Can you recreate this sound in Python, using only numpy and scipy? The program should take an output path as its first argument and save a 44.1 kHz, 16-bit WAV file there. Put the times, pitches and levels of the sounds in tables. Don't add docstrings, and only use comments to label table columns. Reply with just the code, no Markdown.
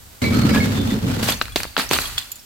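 import sys
import numpy as np
from scipy import signal
from scipy.fft import rfft, irfft
from scipy.io import wavfile
from scipy.ndimage import uniform_filter1d

SR = 44100
rng = np.random.default_rng(int(sys.argv[2]) if len(sys.argv) > 2 else 0)


def digitize_waveform(pressure):
    field = np.atleast_2d(pressure).T
    bounded = np.clip(field, -1, 1)
    quanta = np.round(bounded * 32767).astype(np.int16)
    wavfile.write(sys.argv[1], SR, quanta)


N = 108045

BAND_EDGES = [150, 700, 2400, 4800, 16500]
# f/Hz, level/dB
AIR_SPECTRUM = [(59, -35), (100, -5.5), (255, -9), (302, -15.5), (784, -14.5), (1060, -17.5),
                (12400, -15), (14700, -11), (16000, -14)]
# t/s, level/dB
BUFFET_ENVELOPE = [(0, -45.5), (.18, -55.5), (.3, -35), (1.35, -37.5), (1.5, -37.5), (1.67, -37.5),
                   (1.73, -48.5), (1.85, -39.5), (1.95, -36.5), (2.19, -38), (2.26, -54), (2.45, -54.5)]
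# f/Hz, level/dB
BUFFET_SPECTRUM = [(15, -13.5), (40, -3), (65, -0.5), (115, -6.5), (170, -20.5), (400, -30), (2000, -64)]
# t/s, rumble level/dB, scrape level/dB
SLIDE_ENVELOPE = [(.214, -61, -52), (.22, -18.5, -27), (.30, -18, -30), (.36, -15.5, -28), (.5, -16, -27),
                  (.58, -16, -26.5), (.70, -19.5, -30.5), (.76, -21.5, -28), (.81, -18.5, -33.5),
                  (.92, -22, -30), (.975, -19.5, -34), (1.005, -34, -36), (1.04, -19, -32.5),
                  (1.2, -24, -29.5), (1.31, -26.5, -31), (1.39, -41, -48), (1.46, -65, -65)]
# f/Hz, bandwidth/Hz, level/dB
BOARD_MODES = [(67, 31, -10.5), (107.1, 25, -2), (220.7, 40.7, -0.5), (269.4, 50, -4), (483, 138, -11)]
# f/Hz, level/dB
BOARD_SIDE_SPECTRUM = [(80, -23), (130, -15), (230, -6), (400, -5), (800, 0)]
# f/Hz, level/dB
SCRAPE_SPECTRUM = [(100, -3), (400, 3), (800, 1.5), (1350, -2), (2200, -4), (3000, -3.5), (4500, -7),
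                   (6000, -10.5), (10000, -14.5), (12500, -13), (16000, -15.5)]
# t/s, thump level/dB, clatter level/dB
KNOCKS = [(.219, -11, -29), (.238, -16, -23), (.371, -1, -34), (.450, 2, -29), (.493, -30, -19.5),
          (.511, -7, -35), (.546, -25, -19.5), (.559, -4, -16), (.655, -20, -24.5), (.775, -28, -29),
          (.79, -13, -34), (.921, -5, -37), (.955, -14, -36), (1.043, -13, -44), (1.099, -12, -26.5),
          (1.228, -12, -39)]
# ratio to the lowest frequency, level/dB
BOTTLE_MODES = [(1, 1), (1.96, -12.5), (2.11, -23), (2.23, -26), (3.4, -37)]
# t/s, lowest mode f/Hz, level/dB, lowest mode T60/s
CLINKS = [(.218, 2130, -25.5, 0.11), (.24, 2056, -23.5, 0.12), (.241, 2276, -19, .24),
          (.322, 2275, -26, 0.18), (.42, 2240, -29, .15), (.51, 2253, -24.5, 0.1),
          (.538, 1669, -23.5, 0.29), (.57, 1690, -22, 0.22), (.603, 2180, -18.5, 0.17),
          (.905, 1954, -32, 0.17)]
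# t/s, duration/s, f/Hz, level/dB
RUBS = [(0.22, 0.067, 4070, -35.5), (0.22, .05, 4400, -47), (.32, 0.17, 4300, -38), (0.29, 0.27, 1290, -35),
        (.545, 0.028, 1050, -28), (0.47, 0.089, 4920, -39.5), (0.48, 0.085, 4000, -43),
        (0.73, 0.14, 3530, -38.5), (0.869, 0.082, 3520, -39)]
# t/s, first mode f/Hz, second mode f/Hz, level/dB, T60/s
PINGS = [(1.302, 3260, 11660, -16.5, 0.049), (1.321, 3490, 4400, -18.5, .05), (1.496, 2400, 7200, -37, .05),
         (1.521, 3380, 8900, -35.5, 0.068), (1.676, 3600, 4340, -33, .035),
         (1.8905, 5800, 6370, -22, 0.023), (1.96, 2900, 3870, -21, 0.057), (2.015, 12720, 4300, -22, .025),
         (2.043, 1144, 3280, -29.5, 0.11), (2.056, 3310, 3700, -23.5, 0.056),
         (2.074, 9400, 12400, -29, 0.05), (2.18, 3460, 4230, -14, 0.03), (2.183, 7220, 12050, -27, .04),
         (2.214, 3450, 7300, -31, .03), (2.3174, 12330, 7140, -20, 0.034), (2.357, 7200, 12200, -30, 0.035),
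         (2.393, 5480, 3940, -40, .08)]
# t/s, rise/s, decay/s, level/dB in each of the four bands
BURSTS = [(1.225, 0.0047, 0.042, -35.5, -31, -29.5, -28.5), (1.268, 0.022, 0.027, -38, -25, -26, -25.5),
          (1.316, 0.0053, 0.012, -31.5, -29, -32.5, -37), (1.41, 0.0072, 0.053, -48, -59, -50, -42),
          (1.558, 0.0046, 0.055, -37.5, -35, -31.5, -32.5), (1.767, 0.026, 0.035, -28.5, -25.5, -27, -28.5),
          (1.899, .034, 0.042, -27, -27, -23.5, -24.5), (1.985, 0.017, 0.13, -45, -35.5, -35.5, -32.5),
          (2.171, 0.0097, 0.032, -59, -39.5, -33, -39)]
SPRAY_BALANCE = [2.5, 1.5, -3, 3]
# t/s, level/dB in each of the four bands, hollow resonance f/Hz, left minus right/dB
CRACKS = [(1.2285, -26, -31, -33, -39, 1210, 1), (1.288, -17.5, -20.5, -23.5, -25, 910, -0.5),
          (1.414, -25, -15.5, -18.5, -43, 1400, 0.5), (1.422, -34, -53, -31, -31, 1500, 2),
          (1.455, -50, -42, -36, -44, 2000, -9), (1.482, -56, -36, -44, -45, 1400, 2),
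          (1.5592, -17.5, -22, -17.5, -26.5, 1050, 1), (1.5622, -22.5, -25.5, -23, -27.5, 2050, -4),
          (1.6031, -31, -24.5, -41, -32.5, 2140, 1), (1.633, -39, -32, -26, -27, 1400, -3),
          (1.643, -56, -33, -39, -47, 1490, 2), (1.652, -29.5, -33.5, -40, -45, 1100, 1),
          (1.7663, -32.5, -16, -18.5, -44, 1460, -1.5), (1.779, -21, -30, -21, -31.5, 1400, 1),
          (1.797, -29, -21.5, -31, -42, 1540, -1), (1.912, -16, -18, -22, -27.5, 970, -4.5),
          (1.9337, -29, -20.5, -20, -23, 1390, -1), (1.9642, -35, -23, -34, -40, 1100, -2),
          (1.9875, -21, -17.5, -23.5, -32, 1440, -1.5), (2.1797, -52, -30.5, -24, -37, 1560, -2)]
# f/Hz, level/dB
MICROPHONE_RESPONSE = [(100, 0), (700, -1), (1400, 1.5), (2500, -0.5), (4200, 1.5), (5500, 0.5),
                       (8000, 1.5), (10200, -2.5), (12200, 0), (15500, -4.5)]
YARD_T60, SPRAY_WIDTH = [0.41, 0.71, 0.73, 0.63], [.45, .6, .85, 1.1]

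AIR_DB, YARD_DB, CUTOFF_HZ = -45, -15.5, 16050
KNOCK_HZ, KNOCK_S, CLATTER_S = 236, 0.003, 0.0093
RUB_BANDWIDTH_HZ, TICK_S = 76, 0.0062
MEAN_FLIGHT_S, SHARD_FADE_DB_PER_S, SHARD_LOW_HZ, SHARD_HIGH_HZ = .05, 106, 1903, 15020
SLAP_HZ, SLAP_Q, SLAP_DB = 256, 4, 1.5
CRACK_S, CRACK_TAIL_S, CRACK_TAIL_DB, HOLLOW_Q, HOLLOW_DB = .0006, 0.0047, -13.5, 4.6, 4


def amp(db):
    return 10 ** (np.asarray(db) / 20)


def unit(x):
    return x / np.sqrt(np.mean(x ** 2) + 1e-20)


def add(mix, s, sound):
    part = mix[:, max(round(s * SR), 0):][:, :sound.shape[-1]]
    part += sound[..., :part.shape[1]]


def level(rows, column=1):
    rows = np.array(rows)
    return amp(np.interp(np.arange(N) / SR, rows[:, 0], rows[:, column]))


def colour(x, points):
    f, db = np.transpose(points)
    gain = amp(np.interp(np.log(np.fft.rfftfreq(N, 1 / SR) + 1), np.log(f), db))
    return unit(irfft(rfft(x) * gain, N))


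def band(x, index):
    sos = signal.butter(5 if index == 2 else 3, BAND_EDGES[index:index + 2], "band", fs=SR, output="sos")
    return signal.sosfilt(sos, x)


def resonate(x, hz, q):
    return signal.lfilter(*signal.iirpeak(hz, q, fs=SR), x)


def stereo(pair, width):
    return np.array([pair[0] + width * pair[1], pair[0] - width * pair[1]])


def pan(db):
    return amp(db * np.array([[.5], [-.5]]))


def noise(size):
    return rng.standard_normal((2, size))


def impulses(size, per_s):
    return noise(size) * (rng.random((2, size)) < per_s / SR)


def grit(per_s, spread_db):
    size = amp(spread_db * np.minimum(rng.exponential(1, (2, N)), 4))
    return unit(size * impulses(N, per_s))


def ring(hz, t60, phase_spread, size=3000):
    t = np.arange(size) / SR
    phase = rng.uniform(0, 2 * np.pi) + phase_spread * rng.uniform(-0.94, 1) * np.array([[1], [-1]])
    return np.sin(2 * np.pi * hz * t + phase) * amp(-60 * t / t60) * (1 - np.exp(-t / 0.0001))


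def rattle(sound, per_s, decay_s, db):
    t = np.arange(int(3 * decay_s * SR) + 2) / SR
    taps = stereo(impulses(len(t), per_s), 0.33) * np.exp(-t / decay_s)
    taps *= amp(db) / np.sqrt(per_s * decay_s / 2)
    taps[:, 0] += 1
    return signal.fftconvolve(sound, taps / np.sqrt((taps ** 2).sum() / 2), axes=1)


def air():
    hiss = amp(AIR_DB) * colour(stereo(noise(N), 0.73), AIR_SPECTRUM)
    buffet = level(BUFFET_ENVELOPE) * colour(stereo(noise(N), 0.42), BUFFET_SPECTRUM)
    return hiss + buffet


def yard(direct):
    t = np.arange(SR // 2) / SR
    reflections = impulses(len(t), per_s=2500) * (t > .004)
    tail = sum(band(reflections, k) * amp(-60 * t / t60) for k, t60 in enumerate(YARD_T60))
    tail /= np.linalg.norm(tail[0])
    return direct + amp(YARD_DB) * signal.fftconvolve(direct, tail, axes=1)[:, :N]


def sliding():
    t = np.arange(SR // 4) / SR
    response = sum(amp(db) * np.sqrt(width) * np.exp(-np.pi * width * t) * np.sin(2 * np.pi * hz * t)
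                   * (-1) ** k for k, (hz, width, db) in enumerate(BOARD_MODES))
    middle, side = grit(per_s=2500, spread_db=2.2)
    force = stereo([middle, colour(side, BOARD_SIDE_SPECTRUM)], 0.74)
    rumble = signal.fftconvolve(force, response[None], axes=1)[:, :N]
    rumble = signal.sosfilt(signal.butter(2, 650, fs=SR, output="sos"), rumble)
    rumble /= np.sqrt(uniform_filter1d((rumble ** 2).mean(0), size=2400) + 1e-12)
    flicker_db = 2 * unit(uniform_filter1d(rng.standard_normal(N), size=400))
    scrape = colour(stereo(grit(per_s=12000, spread_db=2), 1.09), SCRAPE_SPECTRUM) * amp(flicker_db)
    return rumble * level(SLIDE_ENVELOPE) + scrape * level(SLIDE_ENVELOPE, column=2)


def knocks():
    out, t = np.zeros((2, N)), np.arange(SR // 4) / SR
    thump = -0.61 * t / KNOCK_S * np.exp(1 - t / KNOCK_S) * np.sin(2 * np.pi * KNOCK_HZ * t)
    for s, thump_db, clatter_db in KNOCKS:
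        contact = stereo(noise(len(t)), 0.55)
        clatter = unit(sum(gain * band(contact, k) for k, gain in enumerate([1.8, 1, 0.26, 0.097])))
        add(out, s, amp(thump_db) * thump + amp(clatter_db) * clatter * np.exp(-t / CLATTER_S))
    return out


def clinks():
    out = np.zeros((2, N))
    for s, hz, db, t60 in CLINKS:
        tone = sum(amp(db + mode_db) * ring(hz * ratio, t60 / ratio ** .5, phase_spread=0.73, size=16000)
                   for ratio, mode_db in BOTTLE_MODES)
        add(out, s, rattle(tone, per_s=190, decay_s=0.033, db=-1))
    return out


def rubs():
    out = np.zeros((2, N))
    for s, length, hz, db in RUBS:
        friction = stereo(noise(SR // 2), 0.95)
        tone = resonate(friction, hz, hz / RUB_BANDWIDTH_HZ)[:, :int(length * SR)]
        add(out, s, amp(db) * unit(tone * signal.windows.tukey(tone.shape[1], .5)))
    return out


def shards(per_burst=110):
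    out = np.zeros((2, N))
    for s, rise, _, _, _, high_db, _ in BURSTS:
        for wait, pitch, softness, sustain, side in rng.random((per_burst, 5)):
            flight = -MEAN_FLIGHT_S * np.log(1 - wait)
            db = high_db + 4 - SHARD_FADE_DB_PER_S * flight - 16 * softness
            hz = SHARD_LOW_HZ * (SHARD_HIGH_HZ / SHARD_LOW_HZ) ** pitch
            tone = ring(hz, t60=0.00992 + 0.0496 * sustain ** 2, phase_spread=1.64)
            add(out, s + rise + flight, amp(db) * pan(12 * (side - .5)) * tone)
    return out


def pings():
    out, t = np.zeros((2, N)), np.arange(1500) / SR
    for s, first_hz, second_hz, db, t60 in PINGS:
        tone = ring(first_hz, t60, phase_spread=0.9) + amp(-6) * ring(second_hz, t60, phase_spread=0.83)
        add(out, s, amp(db) * pan(-2.1) * rattle(tone, per_s=2500, decay_s=0.0045, db=-2))
        tick = noise(len(t)) * np.exp(-t / TICK_S)
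        add(out, s, amp(db - 6) * (band(tick, 2) + band(tick, 3)))
    return out


def bursts():
    out, t = np.zeros((2, N)), np.arange(N) / SR
    for k, width in enumerate(SPRAY_WIDTH):
        power = np.zeros(N)
        for s, rise, decay, *band_dbs in BURSTS:
            envelope = np.clip((t - s) / rise, 0, 1) * np.exp(-np.maximum(t - s - rise, 0) / decay)
            power += (amp(band_dbs[k]) * envelope) ** 2
        spray = band(grit(per_s=7000, spread_db=2.5), k)
        slap = amp(SLAP_DB) * resonate(spray, SLAP_HZ, SLAP_Q)
        out += np.sqrt(power) * pan(SPRAY_BALANCE[k]) * stereo(unit(spray + slap), width)
    return out


def cracks():
    out, t = np.zeros((2, N)), np.arange(2205) / SR
    for s, *band_dbs, hollow_hz, side_db in CRACKS:
        for k, db in enumerate(band_dbs):
            snap = stereo(noise(len(t)), 0.26) * np.exp(-t / CRACK_S)
            snap[:, 0] += 6 / (1 + k * k)
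            tail = amp(CRACK_TAIL_DB) * noise(len(t)) * np.exp(-t / CRACK_TAIL_S)
            crack = band(snap + tail, k)
            hollow = amp(HOLLOW_DB) * resonate(crack, hollow_hz, HOLLOW_Q)
            add(out, s, 0.33 * amp(db) * pan(side_db) * unit(crack + hollow))
    return out


def scene():
    glass = cracks() + bursts() + shards() + pings() + (clinks() + rubs()) * pan(-2)
    return (yard(glass) + air() + sliding() + knocks()) * pan(-0.91)


def record(dry):
    f, db = np.transpose(MICROPHONE_RESPONSE)
    coloured = irfft(rfft(dry) * amp(np.interp(np.fft.rfftfreq(N, 1 / SR), f, db)), N)
    saturated = coloured / (1 + coloured ** 6) ** (1 / 6)
    lowpass = signal.firwin(401, CUTOFF_HZ, window=("kaiser", 8), fs=SR)
    return signal.oaconvolve(saturated, lowpass[None], "same")


dry = scene()
out = record(dry)
digitize_waveform(out)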